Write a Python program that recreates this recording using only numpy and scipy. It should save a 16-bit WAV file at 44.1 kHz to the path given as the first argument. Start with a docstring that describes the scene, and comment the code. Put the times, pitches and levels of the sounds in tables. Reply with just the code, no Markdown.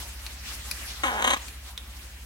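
"""A macaw gives one harsh call close by in a netted aviary: a low growl breaking into a rasping rattle.
Syrinx pulses, each with a puff of turbulence, ring the throat and beak resonances.
Leaves rustle and twigs snap as birds clamber through cut branches; one soft scrape comes late.
Machinery hums, its close tones beating in a slow throb, over faint open-air noise."""
import sys
import numpy as np
from scipy import signal
from scipy.io import wavfile

SR = 44100
rng = np.random.default_rng(int(sys.argv[2]) if len(sys.argv) > 2 else 0)


def inscribe(sig):
    """Save sig as 16-bit PCM at rate SR to the path in sys.argv[1].

    A 1-D sig is mono; a 2-D sig holds one channel per row.
    Samples are clipped to [-1, 1] before scaling.
    """
    pcm = np.round(np.clip(np.atleast_2d(sig).T, -1, 1) * 32767)
    wavfile.write(sys.argv[1], SR, pcm.astype(np.int16))


N = 99577
T = np.arange(N) / SR

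# Twig crack and leaf crackle resonances: (frequency [Hz], width [Hz], relative level [dB])
CRACK_MODES = [(2430, 150, 10), (4120, 180, 9.5), (4900, 870, 2.5), (7350, 530, -0.5), (9640, 1450, 1),
               (12700, 1400, -9)]


def macaw():
    """Pulses and rasp ring the moving throat and the fixed upper resonances."""
    # Throat and beak resonances: (frequency [Hz], width [Hz], relative level [dB])
    throat_modes = [(273, 134, -11), (588, 164, -6), (882, 256, -3), (1036, 150, 5.5), (1540, 130, 2),
                    (1798, 73, 3.5)]
    upper_modes = [(2700, 89, -31), (3106, 134, 5), (3280, 156, 5), (3580, 92, 2), (3770, 69, 2),
                   (6310, 340, -2), (7050, 320, -4), (10800, 2600, -25)]
    # Throat resonances sink mid-call: (time [s], frequency ratio [1])
    throat_shift = [(1.045, 1.24), (1.056, 0.95), (1.09, 0.98), (1.125, .85), (1.19, 0.894), (1.24, .99),
                    (1.34, 1.034)]
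    throat_rasp, upper_rasp, upper_db, right_lag_s = .48, .42, -3.5, .00022
    pulses, bright = syrinx()
    drive = pulses + throat_rasp * puffs(pulses)
    shift, = in_time(throat_shift)
    ratios = np.linspace(shift.min(), shift.max(), 9)
    low = 0
    for ratio, share in zip(ratios, np.eye(len(ratios))):  # crossfade static throat shapes
        modes = [(hz * ratio, width_hz, db) for hz, width_hz, db in throat_modes]
        low = low + body(drive * np.interp(shift, ratios, share), modes)
    low = butterworth(low, 2, [140, 2300], "band")
    high = body(bright + upper_rasp * puffs(bright), upper_modes)
    voice = low + from_db(upper_db) * butterworth(high, 2, [2000, 13500], "band")
    direct = np.array([voice, np.roll(voice, int(right_lag_s * SR))])
    return pan(direct + aviary(voice, near_db=-6.5, room_db=-18), left_db=1.1)


def syrinx():
    """Bursts of a few hard pulses interrupt the growl. 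Returns (throat, upper) drives."""
    # Rattle: (peak time [s], pulse rate [Hz], level [dB], Gaussian sigma [s], upper drive offset [dB])
    bursts = [(1.0388, 295, -21, .005, -5), (1.2242, 258, -24, .0021, 2), (1.2472, 256, -21.2, .0043, 2),
              (1.2768, 259, -20.8, .0042, 1.5), (1.3071, 272, -21, .0047, 2), (1.3355, 263, -22, .0056, 0),
              (1.3678, 230, -31, .004, -7)]
    jitter_s = .00014
    drive, steps = growl(), np.arange(-1, 4)
    for peak_s, hz, db, sigma_s, upper_db in bursts:
        times_s = peak_s + steps / hz + jitter_s * rng.standard_normal(len(steps))
        pulses = np.zeros(N)
        pulses[(times_s * SR).astype(int)] = from_db(db) * np.sqrt(SR / hz)
        swell = gaussian(peak_s, sigma_s)
        drive = (1 - swell) * drive + swell * pulses * from_db([[0], [upper_db]])
    return drive


def growl():
    """Unevenly timed strong-weak pulses. 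Returns (throat, upper) drives."""
    # Voice pitch: (time [s], pulse rate [Hz])
    pitch = [(1.04, 297), (1.062, 264), (1.09, 253), (1.115, 228), (1.205, 213), (1.245, 245), (1.34, 240)]
    # Depth of jitter and alternation: (time [s], share [0-1])
    unevenness = [(1.05, .4), (1.085, .25), (1.12, 1)]
    # Growl envelope: (time [s], level [dB], upper drive offset [dB])
    envelope = [(1.034, -31, -1), (1.06, -28, -2), (1.085, -29, -7.5), (1.11, -34, -5.5),
                (1.16, -32, -11.5), (1.2, -30.5, -6.5), (1.235, -35.5, -4), (1.265, -28, -1.5),
                (1.345, -28, 1), (1.351, -38, -2)]
    max_jitter_s, shimmer_db, max_alternation_db = .00048, 1.0, 1.2
    hz, = in_time(pitch)
    uneven, = in_time(unevenness)
    level_db, upper_db = in_time(envelope)
    voiced = (T > envelope[0][0]) * (T < envelope[-1][0])
    cycles = np.cumsum(hz * voiced) / SR
    onsets = np.flatnonzero(np.diff(np.ceil(cycles)))
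    jitter, shimmer = rng.standard_normal((2, N))[:, :len(onsets)]
    alternation_db = max_alternation_db * uneven[onsets] * (-1) ** np.arange(len(onsets))
    pulse_db = level_db[onsets] + shimmer_db * shimmer + alternation_db
    offsets = (max_jitter_s * SR * uneven[onsets] * jitter).astype(int)
    pulses = np.zeros(N)
    pulses[onsets + offsets] = from_db(pulse_db) * np.sqrt(SR / hz[onsets])
    return np.array([pulses, pulses * from_db(upper_db)])


def puffs(pulses, decay_s=.0014):
    """Decaying turbulence after each pulse."""
    pole = np.exp(-2 / (decay_s * SR))
    power = signal.lfilter([1 - pole], [1, -pole], pulses ** 2 + 1e-18)
    return np.sqrt(power) * rng.standard_normal(N)


def twigs():
    """Each break rings the wood; tearing fibres add a bright crack."""
    # Snaps: (time [s], level [dB], main ring [Hz], ring width [Hz], low ring [Hz], low ring offset [dB],
    # crack decay [s], crack offset [dB], pan left [dB])
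    snaps = [(0.2653, -15.5, 4200, 520, 2720, -5, .0028, -22, 2.3),
             (0.7128, -19, 3920, 380, 2150, -9, .0013, 1.5, 3),
             (1.371, -45, 3480, 400, 1350, -8, .005, 6, -3),
             (1.483, -26, 4170, 500, 1400, -10, .0024, -13, 5),
             (1.7771, -14.5, 3500, 360, 2200, -12, .0023, -22, -3)]
    break_db = 4.5
    knock_mode = (1400, 600, -23)  # (frequency [Hz], width [Hz], relative level [dB])
    out = 0
    for at_s, db, hz, width_hz, low_hz, low_db, decay_s, crack_db, left_db in snaps:
        impulse = from_db(break_db) * (np.arange(N) == int(at_s * SR))
        wood = body(impulse, [(hz, width_hz, 0), (low_hz, width_hz, low_db), knock_mode])
        tear = rng.standard_normal(N) * (T >= at_s) * np.exp(-np.abs(T - at_s) / decay_s)
        crack = from_db(crack_db) * body(tear, CRACK_MODES)
        out = out + from_db(db) * pan(wood + crack, left_db)
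    return out + aviary(out.mean(axis=0), near_db=-1.5, room_db=-6)


def leaves():
    """Soft brushing of leaves with tiny crackles."""
    # Rustle envelope: (time [s], level [dB])
    envelope = [(0, -36.5), (.08, -43), (.18, -46.5), (.24, -42), (.42, -45.5), (.51, -35), (.62, -43),
                (.69, -40), (.85, -40), (1.0, -41), (1.36, -43.5), (1.5, -43.5), (1.6, -52.5),
                (1.69, -43.5), (1.75, -54), (1.89, -49), (2.03, -46.5), (2.25, -52)]
    # Brushing spectrum: (frequency [Hz], relative density [dB])
    spectrum = [(140, -7.5), (254, -1), (370, -8), (442, -5.5), (1220, 0), (1920, 2), (2480, 3),
                (3030, 1.5), (4770, 0.5), (5710, -1), (12900, -5), (16000, -14)]
    crackles_per_s, crackle_db = 760, -27
    level_db, = in_time(envelope)
    grains = (rng.random((2, N)) < crackles_per_s / SR) * rng.standard_normal((2, N))
    crackle = from_db(crackle_db) * rms_one(body(grains, CRACK_MODES))
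    brushing = banded_noise(spectrum, flicker_db=2.5)
    return pan(from_db(level_db) * (brushing + crackle), left_db=.16)


def rub(level_db=-56):
    """Short, soft scrape with one woody resonance."""
    scrape = rms_one(resonance(rng.standard_normal(N), hz=980, width_hz=220))
    return from_db(level_db) * gaussian(peak_s=1.72, sigma_s=.03) * scrape


def machinery():
    """Low tones waver and beat over a faint rumble; the whole fades slowly."""
    # Hum tones: (frequency [Hz]) and (starting level [dB])
    tones_hz = [53.7, 65.9, 100.2]
    tones_db = [-45.5, -44, -58]
    # Rumble spectrum: (frequency [Hz], relative density [dB])
    spectrum = [(25, 3), (42, -14), (80, -1.5), (150, -13), (400, -23)]
    first_throb_s, waver_db, rumble_db, fade_db_per_s = .015, 1.0, -52.5, 1.0
    hum = 0
    for hz, db in zip(tones_hz, tones_db):
        tone = np.sqrt(2) * np.cos(2 * np.pi * hz * (T - first_throb_s))
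        hum = hum + from_db(db + waver_db * drift(rate_hz=15)) * tone
    rumble = from_db(rumble_db) * banded_noise(spectrum, flicker_db=2.5)
    return from_db(-fade_db_per_s * T) * (hum + rumble)


def open_air(level_db=-52.5):
    """Faint broadband background."""
    # Air spectrum: (frequency [Hz], relative density [dB])
    spectrum = [(76, -28), (130, -11), (194, -1), (418, -20), (501, -14.5), (796, -15.5), (2410, -10.5),
                (4680, -18.5), (5180, -30.5), (11400, -24.5), (16000, -19.5)]
    return from_db(level_db) * banded_noise(spectrum, flicker_db=1.9)


def aviary(x, near_db, room_db):
    """Scatter from nearby branches plus the enclosure's tail."""
    return from_db(near_db) * echoes(x, t60_s=.045) + from_db(room_db) * echoes(x, t60_s=.58)


def echoes(x, t60_s, rise_s=.0009, wall_cut_hz=9000):
    """Dense, dulled, decaying reflections; both sides share the bass."""
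    mid, side = rng.standard_normal((2, N)) * from_db(-60 * T / t60_s) * (1 - np.exp(-T / rise_s))
    side = butterworth(side, 1, 600, "high")
    tail = butterworth([mid + side, mid - side], 1, wall_cut_hz, "low")
    return signal.fftconvolve(x[None], tail, axes=1)[:, :N] / np.sqrt(2 * np.sum(mid ** 2))


def banded_noise(spectrum, flicker_db):
    """Unit-power stereo noise in flickering half-octave bands."""
    # Stereo image: (frequency [Hz], left-right correlation [-1 to 1])
    correlation = [(60, 0.94), (130, 0.97), (290, 0.89), (640, 0.66), (1400, 0.45), (3100, -0.35),
                   (7000, 0.16), (15000, -0.042)]
    edges_hz = 24 * 2 ** np.arange(0, 9.6, .5)
    common = drift(rate_hz=29.78)
    white = rng.standard_normal((2, 2, N))
    out = 0
    for k, (low_hz, high_hz) in enumerate(zip(edges_hz, edges_hz[1:])):
        mid, side = butterworth(white[k % 2], 2, [low_hz, high_hz], "band")
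        hz = np.sqrt(low_hz * high_hz)
        alike = at_hz(correlation, hz)
        band = np.sqrt(1 + alike) * mid + np.sqrt(1 - alike) * side * [[1], [-1]]
        flicker = .12 * common + drift(rate_hz=35.02)
        out = out + from_db(at_hz(spectrum, hz) + flicker_db * flicker) * band
    return rms_one(out)


def body(x, modes):
    """Parallel resonances; roughly keeps the power of white input."""
    power = sum(from_db(db) ** 2 * np.pi * width_hz / SR for _, width_hz, db in modes)
    return sum(from_db(db) * resonance(x, hz, width_hz) for hz, width_hz, db in modes) / np.sqrt(power)


def resonance(x, hz, width_hz):
    """Two-pole resonator, unit peak gain."""
    r = np.exp(-np.pi * width_hz / SR)
    feedback = [1, -2 * r * np.cos(2 * np.pi * hz / SR), r * r]
    return signal.lfilter(np.array([1, 0, -1]) * (1 - r * r) / 2, feedback, x + 1e-18)


def butterworth(x, order, hz, kind):
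    return signal.sosfilt(signal.butter(order, hz, kind, fs=SR, output="sos"), x)


def drift(rate_hz):
    """Random wander, unit RMS."""
    knots = rng.standard_normal(4096)
    return rms_one(np.interp(T * rate_hz, np.arange(len(knots)), knots))


def gaussian(peak_s, sigma_s):
    return np.exp(-.5 * ((T - peak_s) / sigma_s) ** 2)


def in_time(rows):
    """Interpolate each value column at every sample."""
    times_s, *columns = np.transpose(rows)
    return [np.interp(T, times_s, column) for column in columns]


def at_hz(rows, hz):
    """Interpolate on a log-frequency axis."""
    knots_hz, values = np.transpose(rows)
    return np.interp(np.log(hz), np.log(knots_hz), values)


def pan(x, left_db):
    return x * from_db([[left_db], [-left_db]])


def from_db(db):
    return 10 ** (np.asarray(db) / 20)


def rms_one(x):
    return x / np.sqrt(np.mean(x ** 2) + 1e-20)


def scene():
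    """Bird, branches, hum and air in stereo."""
    return macaw() + twigs() + leaves() + rub() + machinery() + open_air()


def record(dry):
    """Steep low-pass."""
    cutoff_hz = 16000
    return signal.sosfilt(signal.ellip(10, .2, 80, cutoff_hz, fs=SR, output="sos"), dry)


dry = scene()
out = record(dry)
inscribe(out)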